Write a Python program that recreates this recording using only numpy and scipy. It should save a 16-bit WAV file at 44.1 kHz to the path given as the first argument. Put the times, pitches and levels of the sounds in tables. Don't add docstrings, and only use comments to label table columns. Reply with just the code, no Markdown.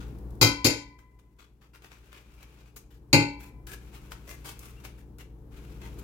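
import sys
import numpy as np
from scipy import signal
from scipy.fft import rfft, irfft, next_fast_len
from scipy.io import wavfile

SR = 44100
rng = np.random.default_rng(int(sys.argv[2]) if len(sys.argv) > 2 else 0)


def materialize(psi):
    bounded = np.clip(np.atleast_2d(psi).T, -1, 1)
    quanta = np.round(bounded * 32767).astype(np.int16)
    wavfile.write(sys.argv[1], SR, quanta)


N = 265923
TIME = np.arange(N) / SR

# (frequency [Hz], level with the recorder's gain at rest [dB])
HUM_TONES = [(48.5, -58), (59.3, -49.5), (119, -57), (145.5, -62.5), (200, -66), (295, -64.5), (342, -68.5),
             (446, -70)]
# (frequency [Hz], relative level [dB])
AIR_SPECTRUM = [(20, -24), (42, 2.5), (90, -8), (150, -7.5), (300, -13), (430, -13), (620, -25.5),
                (860, -23.5), (1400, -35), (1750, -38), (2300, -47), (8000, -51), (13000, -47.5)]
# (time [s], relative level [dB])
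RECORDER_GAIN = [(0.0, -40.5), (0.35, -40.5), (0.97, -57), (1.45, -59.5), (2.9, -53.5), (3.35, -48),
                 (5.33, -48.5), (6.03, -41.5)]
# (time [s], swell [s], length [s], rasp level [dB], fizz level [dB])
STROKES = [(0.0, 0.0037, 0.038, -49.5, -62.5), (0.982, 0.0076, .045, -65, -71.5),
           (1.184, .01, 0.021, -67, -70.5), (1.384, 0.0097, 0.068, -58, -68),
           (1.608, .022, 0.06, -62.5, -73), (1.732, 0.017, 0.045, -54, -61.5),
           (1.817, 0.038, 0.059, -59.5, -66), (1.906, 0.01, 0.067, -58.5, -69),
           (2.114, .055, 0.09, -56, -66), (2.373, 0.069, 0.069, -59, -67), (2.556, 0.062, 0.051, -64, -74),
           (2.651, .018, 0.052, -63, -71), (2.758, 0.0087, 0.021, -53.5, -46),
           (2.901, 0.013, 0.074, -64, -68.5), (3.39, .02, 0.099, -56.5, -58.5),
           (3.665, 0.069, .088, -46.5, -48.5), (3.927, .02, 0.056, -54.5, -59),
           (4.104, 0.023, 0.03, -47.5, -51), (4.27, 0.031, 0.085, -50.5, -50.5),
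           (4.44, 0.042, 0.087, -46.5, -48), (4.595, 0.057, .11, -56.5, -55.5),
           (4.835, 0.012, 0.036, -49.5, -52.5), (4.973, .015, 0.053, -65, -67.5),
           (5.184, 0.017, 0.04, -52, -57), (5.558, 0.033, 0.035, -57, -69), (5.81, 0.023, 0.07, -51, -60),
           (5.981, .012, 0.026, -60, -55)]
# (frequency [Hz], relative level [dB])
RASP_SPECTRUM = [(200, -18), (400, 3), (650, -5), (1000, -0.5), (1500, 1), (1850, -4.5), (2400, 0),
                 (3300, -5.5), (4600, -10), (7000, -13.5), (12000, -33.5)]
# (frequency [Hz], relative level [dB])
FIZZ_SPECTRUM = [(1500, -28.5), (3500, -7), (5500, -2.5), (7500, -0.5), (9500, -3), (12500, 0.5),
                 (16000, -3)]
# (start [s], end [s], rasp level [dB], fizz level [dB])
RUBS = [(0.0, 0.1, -62.5, -71), (1.799, 2.622, -65.5, -73), (3.78, 4.897, -63, -68), (5.5, 6.032, -61, -67)]
# (time [s], relative level [dB], treble offset [dB])
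EDGE_TICKS = [(0.1854, -55, 0), (0.3057, -57, 2), (0.3526, -58, -0.5), (1.3935, -53, -24),
              (1.6262, -47, -17), (1.745, -42, -26), (1.821, -38, -28), (1.8448, -31, -29),
              (1.917, -32.5, -26), (2.1288, -35, -17), (2.4283, -34, -19), (2.7642, -42.5, -3),
              (3.669, -41, -2.5), (4.119, -23, -19.5), (4.592, -44, 4), (4.8502, -25.5, -17.5),
              (5.1844, -43, -4), (5.817, -37, -21), (5.9918, -45, -5.5)]
# (time [s], spot [0 = A, 1 = B], ring level [dB], clash level [dB],
# clash tilt [dB/octave], thud level [dB], chatter [s])
KNOCKS = [(0.4124, 0.16, -1.5, -20, 0.5, -20.5, .03), (0.6446, 0.31, -8, -20, 1.5, -20.5, 0.018),
          (3.1295, 0.82, 0.5, -18, 0, -17, 0.0043)]
# (centre [Hz], width [Hz], level at spot A [dB], level at spot B [dB])
CLASH_CLUSTERS = [(910, 350, -5, -5), (1414, 170, -10, -4), (2410, 610, -8, 0.5), (3200, 140, -1, -8),
                  (3920, 290, -6, -2.5), (4400, 490, -2.5, 2.5), (4870, 790, 1.5, -8.5),
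                  (6080, 730, -4, -8), (7115, 630, -5.5, -4.5), (10440, 1800, -13.5, -18.5),
                  (12110, 380, -6, -20.5), (14600, 1200, -14, -24), (9000, 7100, -27, -17.5)]
# (frequency [Hz], relative level [dB])
THUD_SPECTRUM = [(25, -31.5), (45, -15.5), (75, -12), (108, 2), (195, -13), (290, 1), (400, -7.5),
                 (520, -4.5), (700, -21.5), (1500, -37.5)]
# (frequency [Hz], t60 [s], level at spot A [dB], level at spot B [dB])
POT_MODES = [(114, 0.3, -13, -15), (155, 0.33, -24, -13), (286, 0.5, -21, -17), (318, 0.35, -26, -19),
             (388, 0.35, -35, -25), (500, 0.3, -25, -31), (560, 0.38, -33, -24), (841, 0.48, -33, -19),
             (921, 0.47, -34, -26), (956, 1.0, -42, -52), (1002, 1.3, -33, -53), (1011, 1.3, -33, -53),
             (1497, 0.38, -23, -32), (2014, 1.15, -39, -58), (2036, 1.15, -42, -60), (2070, 0.31, -19, -19),
             (2256, 0.55, -37, -31), (2305, 0.48, -28, -25), (2347, 0.8, -34, -42), (2372, 0.5, -32, -29),
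             (2475, 0.28, -17, -15), (2672, 0.4, -33, -24), (2707, 0.24, -24, -20), (3168, 0.36, -22, -35),
             (4478, 0.4, -27, -31), (4595, 0.28, -25, -29), (4680, 0.3, -28, -32), (4950, 0.28, -24, -30),
             (5013, 0.25, -18, -33), (5573, 0.2, -23, -41)]
# (frequency [Hz], t60 [s])
DECAY_TIMES = [(60, 0.22), (300, 0.32), (1000, 0.28), (2400, 0.34), (4600, 0.3), (7200, 0.27),
               (10000, 0.24), (15000, 0.12)]
# (frequency [Hz], coherence [-1 to 1])
COHERENCE = [(60, 0.94), (130, 0.63), (290, 1), (640, 0.38), (1400, 0.065), (3000, 0.026), (15000, 0.063)]
# (frequency [Hz], coherence [-1 to 1])
KNOCK_COHERENCE = [(60, 0.99), (130, 0.9), (290, 0.94), (640, .7), (1400, 0.18), (3000, -0.3),
                   (15000, 0.41)]
# (frequency [Hz], left minus right [dB])
MIC_BALANCE = [(60, 2.5), (110, 1.5), (220, 3), (380, 3), (700, 3.5), (1300, 10.5), (2400, 4), (7000, 5.5),
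               (15000, 2.5)]


def amp(db):
    return 10 ** (np.asarray(db) / 20)


def unit(x):
    return x / np.sqrt(np.mean(x ** 2) + 1e-20)


def read(points, hz):
    f, value = np.transpose(points)
    return np.interp(np.log(hz + 1), np.log(f + 1), value)


def add(mix, s, sound):
    part = mix[:, max(round(s * SR), 0):][:, :sound.shape[1]]
    part += sound[:, :part.shape[1]]


def wander(n, step):
    return np.interp(np.arange(n) / max(step, 1), np.arange(n + 2), rng.standard_normal(n + 2)) * 1.5 ** .5


def noise(n, spectrum, ripple_db=0, coherence=COHERENCE):
    size = next_fast_len(n)
    hz = np.fft.rfftfreq(size, 1 / SR)
    left, other = rfft(rng.standard_normal((2, size)))
    same = np.clip(read(coherence, hz), -1, 1)
    right = same * left + np.sqrt(1 - same ** 2) * other
    colour = amp(read(spectrum, hz) + ripple_db * wander(len(hz), 130 * size / SR))
    return unit(irfft(np.array([left, right]) * colour, size)[:, :n])


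def fade(x, hold_s):
    hz, t, bands = signal.stft(x, SR, nperseg=256)
    decay = amp(-60 * np.maximum(t - hold_s, 0) / read(DECAY_TIMES, hz)[:, None])
    return signal.istft(bands * decay, SR, nperseg=256)[1][:, :x.shape[1]]


def appliance(air_db=-53):
    hum = np.zeros(N)
    for hz, db in HUM_TONES:
        turns = hz * TIME + rng.random() + 0.11 * wander(N, .3 * SR)
        hum += amp(db) * np.sqrt(2) * np.sin(2 * np.pi * turns)
    return hum + amp(air_db) * noise(N, AIR_SPECTRUM)


def recorder_gain(rest_db=-48.5):
    return amp(np.interp(TIME, *np.transpose(RECORDER_GAIN)) - rest_db)


def grain(n, clump_db, slip_db=0):
    slips = np.minimum(wander(n, .001 * SR), 2.4)
    clumps = wander(n, .009 * SR)
    return unit(amp(slip_db * slips + clump_db * clumps))


def crackle(n, per_s, spread_db):
    pops = (rng.random(n) < per_s / SR) * amp(spread_db * np.minimum(rng.exponential(1, n), 3))
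    return unit(1 + signal.lfilter([1], [1, -np.exp(-1 / (0.00022 * SR))], pops))


def spoon_strokes(bite_s=.007, release_s=.012):
    out, t = np.zeros((2, N)), np.arange(SR // 5) / SR
    for s, swell, length, rasp_db, fizz_db in STROKES:
        end = max(length, swell + .004)
        force = np.interp(t, [0, swell, end], [0.59, 1.46, 0.57])
        in_flesh = np.minimum(t / bite_s, 1) * np.exp(-np.maximum(t - end, 0) / release_s)
        rasp = amp(rasp_db - 1.5) * noise(len(t), RASP_SPECTRUM, ripple_db=3.0)
        fizz = amp(fizz_db - 0.95) * noise(len(t), FIZZ_SPECTRUM, ripple_db=2.5)
        texture = grain(len(t), clump_db=2.0) * crackle(len(t), per_s=190, spread_db=4.2)
        add(out, s, (rasp + fizz) * force * in_flesh * texture)
    return out


def spoon_rubbing(rise_s=.036, fall_s=.08, stir_db=-83.5):
    rasp = fizz = amp(stir_db)
    for start, end, rasp_db, fizz_db in RUBS:
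        touch = np.clip((TIME - start) / rise_s, 0, 1) * np.exp(-np.maximum(TIME - end, 0) / fall_s)
        rasp = np.hypot(rasp, amp(rasp_db) * touch)
        fizz = np.hypot(fizz, amp(fizz_db) * touch)
    texture = grain(N, clump_db=1.45, slip_db=1.0) * crackle(N, per_s=53, spread_db=2.5)
    return (rasp * noise(N, RASP_SPECTRUM) + fizz * noise(N, FIZZ_SPECTRUM)) * texture


def foil_crackles(per_s=7.8, treble_db=-8):
    rows = []
    for s, end, rasp_db, _ in RUBS:
        for wait, extra_db in rng.exponential(1, (30, 2)):
            s += wait / per_s
            if s < end:
                rows.append((s, rasp_db + 10 + min(extra_db, 2), treble_db))
    return rows


def edge_ticks():
    out, t = np.zeros((2, N)), np.arange(2048) / SR
    snap = np.exp(-t / 0.0039) * (1 - np.exp(-t / 0.00023))
    for s, db, treble_db in EDGE_TICKS + foil_crackles():
        body = amp(db - 12) * noise(len(t), RASP_SPECTRUM, ripple_db=0.5)
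        treble = amp(db + treble_db + 0.5) * noise(len(t), FIZZ_SPECTRUM, ripple_db=1.0)
        add(out, s, (body + treble) * snap)
    return out


def clash_spectrum(spot, tilt_db):
    hz = np.linspace(20, SR / 2, 500)
    power = sum(amp(a_db + spot * (b_db - a_db)) ** 2 * np.exp(-2 * ((hz - centre) / width) ** 2)
                for centre, width, a_db, b_db in CLASH_CLUSTERS)
    return np.column_stack([hz, 10 * np.log10(power + 1e-9) + tilt_db * np.log2(hz / 4000)])


def pot_ring(spot, rise_s=.0076):
    out = np.zeros((2, 2 * SR))
    for hz, t60, a_db, b_db in POT_MODES:
        t = np.arange(int(t60 * SR)) / SR
        phase, side = rng.random(2)
        right_shift = np.arccos(read(KNOCK_COHERENCE, hz)) * np.sign(side - .5)
        tone = np.sin(2 * np.pi * (hz * t + phase) + np.array([[0], [right_shift]]))
        add(out, 0, amp(a_db + spot * (b_db - a_db) - 60 * t / t60) * tone)
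    return out * (1 - np.exp(-np.arange(2 * SR) / SR / rise_s))


def pot_knocks():
    out, t = np.zeros((2, N)), np.arange(SR // 2) / SR
    attack = (1 + .7 * np.exp(-t / 0.027)) * (1 - np.exp(-t / 0.00049))
    slightly_left = amp([[.7], [-.7]])
    for s, spot, ring_db, clash_db, tilt_db, thud_db, chatter_s in KNOCKS:
        contact = attack * grain(len(t), clump_db=-1.8)
        metal = noise(len(t), clash_spectrum(spot, tilt_db), ripple_db=2.5, coherence=KNOCK_COHERENCE)
        clash = fade(metal, chatter_s) * contact * slightly_left
        counter = noise(len(t), THUD_SPECTRUM, coherence=KNOCK_COHERENCE)
        thud = fade(counter, hold_s=0.011) * (1 - np.exp(-t / 0.0043))
        add(out, s, amp(clash_db) * clash + amp(thud_db) * thud)
        add(out, s, amp(ring_db) * pot_ring(spot))
    return out


def spoon_squeak(start_s=4.762, length_s=.04, hz=2660, db=-58):
    out, n = np.zeros((2, N)), int(length_s * SR)
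    pitch = hz * (1 + 0.032 * wander(n, 180))
    tone = np.sin(2 * np.pi * np.cumsum(pitch) / SR) * np.hanning(n)
    add(out, start_s, amp(db) * np.array([tone, tone]))
    return out


def kitchen(x):
    n = SR // 2
    taps = rng.standard_normal((2, n)) * (rng.random((2, n)) < .08) * (np.arange(n) > .004 * SR)
    tail = fade(taps, hold_s=0)
    return signal.fftconvolve(x, tail / np.linalg.norm(tail[0]), axes=1)[:, :N]


def scene():
    pot, hum = pot_knocks(), appliance() * recorder_gain()
    squash = spoon_strokes() + spoon_rubbing() + spoon_squeak() + edge_ticks()
    return squash + pot + kitchen(amp(-9) * squash + amp(-16) * pot) + hum


def record(dry):
    lean_db = read(MIC_BALANCE, np.fft.rfftfreq(N, 1 / SR))
    sides = amp(np.array([lean_db, -lean_db]) / 2)
    heard = irfft(rfft(dry) * sides / np.sqrt(np.mean(sides ** 2, axis=0)), N)
    rounded = 1.214 * np.tanh(heard / 1.235)
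    lowpass = signal.firwin(511, cutoff=16200, window=("kaiser", 9), fs=SR)
    return signal.oaconvolve(rounded, lowpass[None], "same")


dry = scene()
out = record(dry)
materialize(out)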